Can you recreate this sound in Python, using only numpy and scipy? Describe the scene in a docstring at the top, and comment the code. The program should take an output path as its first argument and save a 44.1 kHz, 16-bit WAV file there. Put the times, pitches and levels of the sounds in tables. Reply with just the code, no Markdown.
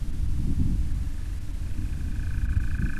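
"""Night in the open: wind rumbles on an outdoor camera's microphone over a faint hum and thin hiss (shaped noise).
Early gusts and two thumps buffet it while a nightjar's churr is barely there; the churr then emerges in a lull.
It swells to the end, 25 rising to 27 falling notes a second built from gliding tones, each with a tail from trees.
Wind picks up again, with two more gusts and a thump. Throughout, mostly the treble drops out for instants."""
import sys
import numpy as np
from scipy import signal
from scipy.fft import rfft, irfft
from scipy.io import wavfile
from scipy.ndimage import uniform_filter1d

SR = 44100
rng = np.random.default_rng(int(sys.argv[2]) if len(sys.argv) > 2 else 0)


def digitize_waveform(pressure):
    """Quantize a signal to 16-bit integers and store it at the path in sys.argv[1].

    Rows of a 2-D input are taken as channels; values are limited to [-1, 1].
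    """
    field = np.atleast_2d(pressure).T
    bounded = np.clip(field, -1, 1)
    quanta = np.round(bounded * 32767).astype(np.int16)
    wavfile.write(sys.argv[1], SR, quanta)


N = 131859
TIME_S = np.arange(N) / SR
BIN_HZ = np.fft.rfftfreq(N, 1 / SR)


def gain_of(db):
    """Decibels to amplitude gain."""
    return 10 ** (np.asarray(db) / 20)


def evened(x):
    """Scale to rms 1."""
    return x / np.sqrt(np.mean(x ** 2) + 1e-20)


def curve(points, column=1):
    """One column of a time table, interpolated at every sample."""
    rows = np.array(points)
    return np.interp(TIME_S, rows[:, 0], rows[:, column])


def read(points, hz):
    """Frequency table interpolated on a log-frequency axis."""
    f, value = np.transpose(points)
    return np.interp(np.log(hz + 1), np.log(f), value)


def noise(spectrum):
    """Gaussian noise of rms 1, shaped in the frequency domain."""
    white = rfft(rng.standard_normal(N))
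    return evened(irfft(white * gain_of(read(spectrum, BIN_HZ)), N))


def steadied(x, size):
    """Divide noise by its running rms, so its level follows its control."""
    return x / np.sqrt(uniform_filter1d(x ** 2, size) + 1e-9)


def add(mix, start_s, sound):
    """Mix a sound in at start_s, clipped to the scene."""
    at = round(start_s * SR)
    part = mix[max(at, 0):max(at + len(sound), 0)]
    part += sound[max(-at, 0):][:len(part)]


# churr rate: t/s, rate/(notes/s)
CHURR_RATE = [(.85, 24.7), (1.1, 26.0), (1.35, 26.65), (2.1, 26.6), (2.2, 27.1), (3, 27.1)]
# churr loudness: t/s, level/dB
CHURR_LEVEL = [(0, -65), (.78, -71), (.83, -56.5), (.91, -47), (.95, -62), (.99, -51), (1.1, -50.5),
               (1.26, -45.5), (1.335, -49.5), (1.39, -53), (1.485, -53), (1.59, -65), (1.635, -50.5),
               (1.75, -48), (1.82, -49), (1.9, -48.5), (1.935, -44), (1.972, -50), (2.01, -42.5),
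               (2.05, -46.5), (2.12, -42.5), (2.16, -41.5), (2.27, -38), (2.455, -37), (2.49, -36),
               (2.6, -34.5), (2.64, -33.7), (2.678, -37), (2.75, -31.5), (2.8, -33.5), (2.86, -31),
               (2.935, -31.5), (2.97, -28.5)]
# soft opening notes sit higher: t/s, pitch ratio
CHURR_PITCH = [(1.3, 1.05), (1.7, 1.035), (2.0, 1.012), (3, 1.007)]
# lead-in tick relative to note body: t/s, level/dB
LEAD_LEVEL = [(1.1, -15), (1.4, 6), (1.85, 7.5), (2.05, 1.5), (2.3, -1.5), (2.6, -1.5), (2.97, -2)]
# high tick and its faint ring, nominal: centre after peak/s, half-length/s, f/Hz, glide/(Hz/s), level/dB
LEAD_TONES = [(-.00725, .0017, 2465, -15000, -8.5), (-.0052, .0009, 2200, -60000, -13.7),
              (-.0011, .008, 2390, 0, -24)]
# falling tone, low end, afterbeat, ring: same columns
BODY_TONES = [(-.00039, .00316, 1601, -35750, -2.8), (.00106, .00216, 1322, -70000, -10),
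              (.00425, .00194, 1579, 47500, -5.9), (.00885, .008, 1503, 20000, -20.5)]
BEAT_S = 2.9725  # one note peaks here; the others count from it
NOTE_SPREAD_DB, PITCH_SPREAD_RATIO, TIMING_SPREAD_S = 0.4, 0.007, 0.0003


def nightjar():
    """Near-identical notes, high lead-in plus falling body, triggered by the integrated churr rate."""
    turns = np.cumsum(curve(CHURR_RATE)) / SR
    turns -= np.interp(BEAT_S, TIME_S, turns)
    beats = np.flatnonzero(np.diff(np.floor(turns)))
    level_db, lead_db, ratio = curve(CHURR_LEVEL), curve(LEAD_LEVEL), curve(CHURR_PITCH)
    out = np.zeros(N)
    spread = rng.standard_normal((len(beats), 3))
    for at, (loud, sharp, late) in zip(beats, spread):
        pitch = ratio[at] + PITCH_SPREAD_RATIO * sharp
        lead = gain_of(lead_db[at]) * tones(LEAD_TONES, pitch)
        note = lead + tones(BODY_TONES, pitch)
        start_s = (at - len(note) / 2) / SR + TIMING_SPREAD_S * late
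        add(out, start_s, gain_of(level_db[at] + NOTE_SPREAD_DB * loud) * note)
    return out


TONE_SPREAD_DB = 1.1


def tones(table, pitch):
    """Gaussian-windowed linear glides around a note's peak, levels varied per note."""
    t = np.arange(-SR // 35, SR // 35) / SR
    out = np.zeros(len(t))
    chances = rng.standard_normal(len(table))
    for (centre_s, half_s, hz, glide_hz_per_s, db), chance in zip(table, chances):
        u = t - centre_s
        cycles = pitch * hz * u + glide_hz_per_s * u ** 2 / 2
        envelope = np.exp(-(u / half_s) ** 2)
        out += gain_of(db + TONE_SPREAD_DB * chance) * envelope * np.cos(2 * np.pi * cycles)
    return out


NEAR_DB = -27  # notes fainter than this get more tail


def faintness_db():
    """Depth of the churr below its near level."""
    return np.maximum(NEAR_DB - curve(CHURR_LEVEL), 0)


TREES_DB, TREES_T60_S, TREES_DELAY_S = -11, 0.48, 0.0054


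def trees(x):
    """Short diffuse tail scattered by trees: convolution with decaying noise."""
    t = TIME_S[:SR // 2]
    decay = np.exp(-np.log(1000) * t / TREES_T60_S)
    tail = rng.standard_normal(len(t)) * (t > TREES_DELAY_S) * decay
    return gain_of(TREES_DB) * signal.fftconvolve(x, tail / np.linalg.norm(tail))[:N]


# wind, before trims: t/s, rumble level/dB, buffeting level/dB
WIND_LEVEL = [(0, -30.5, -45), (.17, -28, -42), (.25, -26, -43), (.4, -26.5, -44), (.75, -26, -46.5),
              (.95, -27.5, -43), (1.2, -32.5, -48), (1.55, -32.5, -48), (1.8, -29.5, -43), (1.95, -32, -42),
              (2.1, -30, -40), (2.3, -29.5, -47), (2.5, -26.5, -42.5), (2.65, -27.5, -42), (2.8, -27, -44),
              (2.97, -30, -39.5)]
# rumble spectrum in brisk wind: f/Hz, relative level/dB
BRISK_SPECTRUM = [(6, -6.5), (16, 8.5), (35, -5.5), (60, 1), (90, -7), (125, -12.5), (180, -21), (300, -35),
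                  (450, -92), (900, -130)]
# rumble spectrum in slack wind, duller: f/Hz, relative level/dB
LULL_SPECTRUM = [(6, -4.5), (16, 2.5), (35, 3), (60, -7), (90, -3), (125, -19), (180, -36), (300, -46.5),
                 (450, -66), (900, -130)]
# buffeting spectrum: f/Hz, relative level/dB
BUFFET_SPECTRUM = [(40, -9), (110, -0.5), (150, 0.5), (220, -3), (295, -4.5), (335, -14.5), (400, -25),
                   (520, -50.5), (900, -40), (2000, -130)]
# gusts on the microphone: t/s, half-length/s, level/dB
GUST_EVENTS = [(0.42, 0.046, -35), (0.498, 0.039, -28), (0.611, 0.017, -22.5), (0.699, 0.069, -30.5),
               (1.793, 0.0097, -36.5), (2.844, 0.045, -28.5)]
RUMBLE_TRIM_DB, BUFFET_TRIM_DB = 3, 1.5
BRISK_DB, SLACK_RANGE_DB = -27, 6.5  # untrimmed: below brisk, rumble turns wholly dull within the range
FADE_IN_S = 0.012


def wind():
    """Deep turbulence rumble that dulls in lulls, plus higher buffeting that leaps in gusts."""
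    level_db = curve(WIND_LEVEL)
    slack = np.clip((BRISK_DB - level_db) / SLACK_RANGE_DB, 0, 1)
    blend = np.sqrt(1 - slack) * noise(BRISK_SPECTRUM) + np.sqrt(slack) * noise(LULL_SPECTRUM)
    rumble = steadied(blend, size=4500) * gain_of(RUMBLE_TRIM_DB + level_db)
    gusts = sum(gain_of(db) * np.exp(-((TIME_S - s) / half_s) ** 2) for s, half_s, db in GUST_EVENTS)
    steady_gain = gain_of(BUFFET_TRIM_DB + curve(WIND_LEVEL, 2))
    buffet = steadied(noise(BUFFET_SPECTRUM), size=1600) * np.hypot(steady_gain, gusts)
    fade_in = np.sin(np.pi / 2 * np.minimum(TIME_S / FADE_IN_S, 1)) ** 2
    return (rumble + buffet) * fade_in


# single eddies: t/s, f/Hz, peak level/dB
THUMP_EVENTS = [(0.616, 55, -19), (0.659, 99, -15), (2.573, 91, -15.5)]


def thumps():
    """Eddies tug at the microphone: one soft pressure swing (Ricker pulse) each."""
    out = np.zeros(N)
    for s, hz, db in THUMP_EVENTS:
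        u = (np.pi * hz * (TIME_S - s)) ** 2
        out += gain_of(db) * (2 * u - 1) * np.exp(-u)
    return out


HUM_HZ, HUM_WIDTH_HZ, HUM_DB = 298.9, 5.7, -55


def hum():
    """Faint wavering hum: noise in a narrow Gaussian band."""
    white = rfft(rng.standard_normal(N))
    band = irfft(white * np.exp(-((BIN_HZ - HUM_HZ) / HUM_WIDTH_HZ) ** 2), N)
    return gain_of(HUM_DB) * steadied(evened(band), size=8000)


# microphone hiss spectrum: f/Hz, relative level/dB
HISS_SPECTRUM = [(100, -7.5), (400, 3), (700, -0.5), (1100, -1.5), (2000, -3), (3500, -6), (6000, -8),
                 (9500, -9), (12000, -12.5), (13400, -17.5), (14400, -22.5), (15700, -35)]
HISS_DB = -53.5


def hiss():
    """Even microphone hiss: stationary shaped noise."""
    return gain_of(HISS_DB) * noise(HISS_SPECTRUM)


# brief dips: t/s, half-length/s, full depth/dB
DROPOUT_EVENTS = [(.119, .010, 9), (.273, .009, 5), (.934, .010, 5), (1.399, .010, 8), (1.527, .009, 7),
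                  (2.13, .009, 4), (2.478, .016, 12), (2.554, .008, 6), (2.592, .009, 11),
                  (2.786, .007, 10)]
# share of full depth, largest in the treble: f/Hz, share (0-1)
DROPOUT_SHARE_BY_HZ = [(400, 0.23), (1200, 0), (3000, 0.35), (6000, 0.82), (10000, 1), (13000, 1)]


def dropouts(x):
    """Mostly the treble of the whole mix dips for instants: flat-topped gain dips on an STFT."""
    hz, t, z = signal.stft(x, SR, nperseg=256, noverlap=192)
    dip_db = sum(depth_db * np.exp(-((t - s) / half_s) ** 4) for s, half_s, depth_db in DROPOUT_EVENTS)
    share = np.clip(read(DROPOUT_SHARE_BY_HZ, hz), 0, 1)
    z = z * gain_of(-share[:, None] * dip_db)
    return signal.istft(z, SR, nperseg=256, noverlap=192)[1][:, :N]


EXTRA_TAIL_DB_PER_DB = 0.21  # per dB of faintness


def scene():
    """Bird and its tail, more diffuse when faint, over wind, thumps, hum and hiss."""
    bird = nightjar()
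    tail = trees(bird * gain_of(EXTRA_TAIL_DB_PER_DB * faintness_db()))
    return (bird + tail + wind() + thumps() + hum() + hiss())[None]


EDGE_HZ = 15500


def record(dry):
    """Brief dropouts, then the recorder's band limit: linear-phase low-pass."""
    lowpass = signal.firwin(511, EDGE_HZ, window=("kaiser", 9), fs=SR)
    return signal.oaconvolve(dropouts(dry), lowpass[None], "same")


dry = scene()
out = record(dry)
digitize_waveform(out)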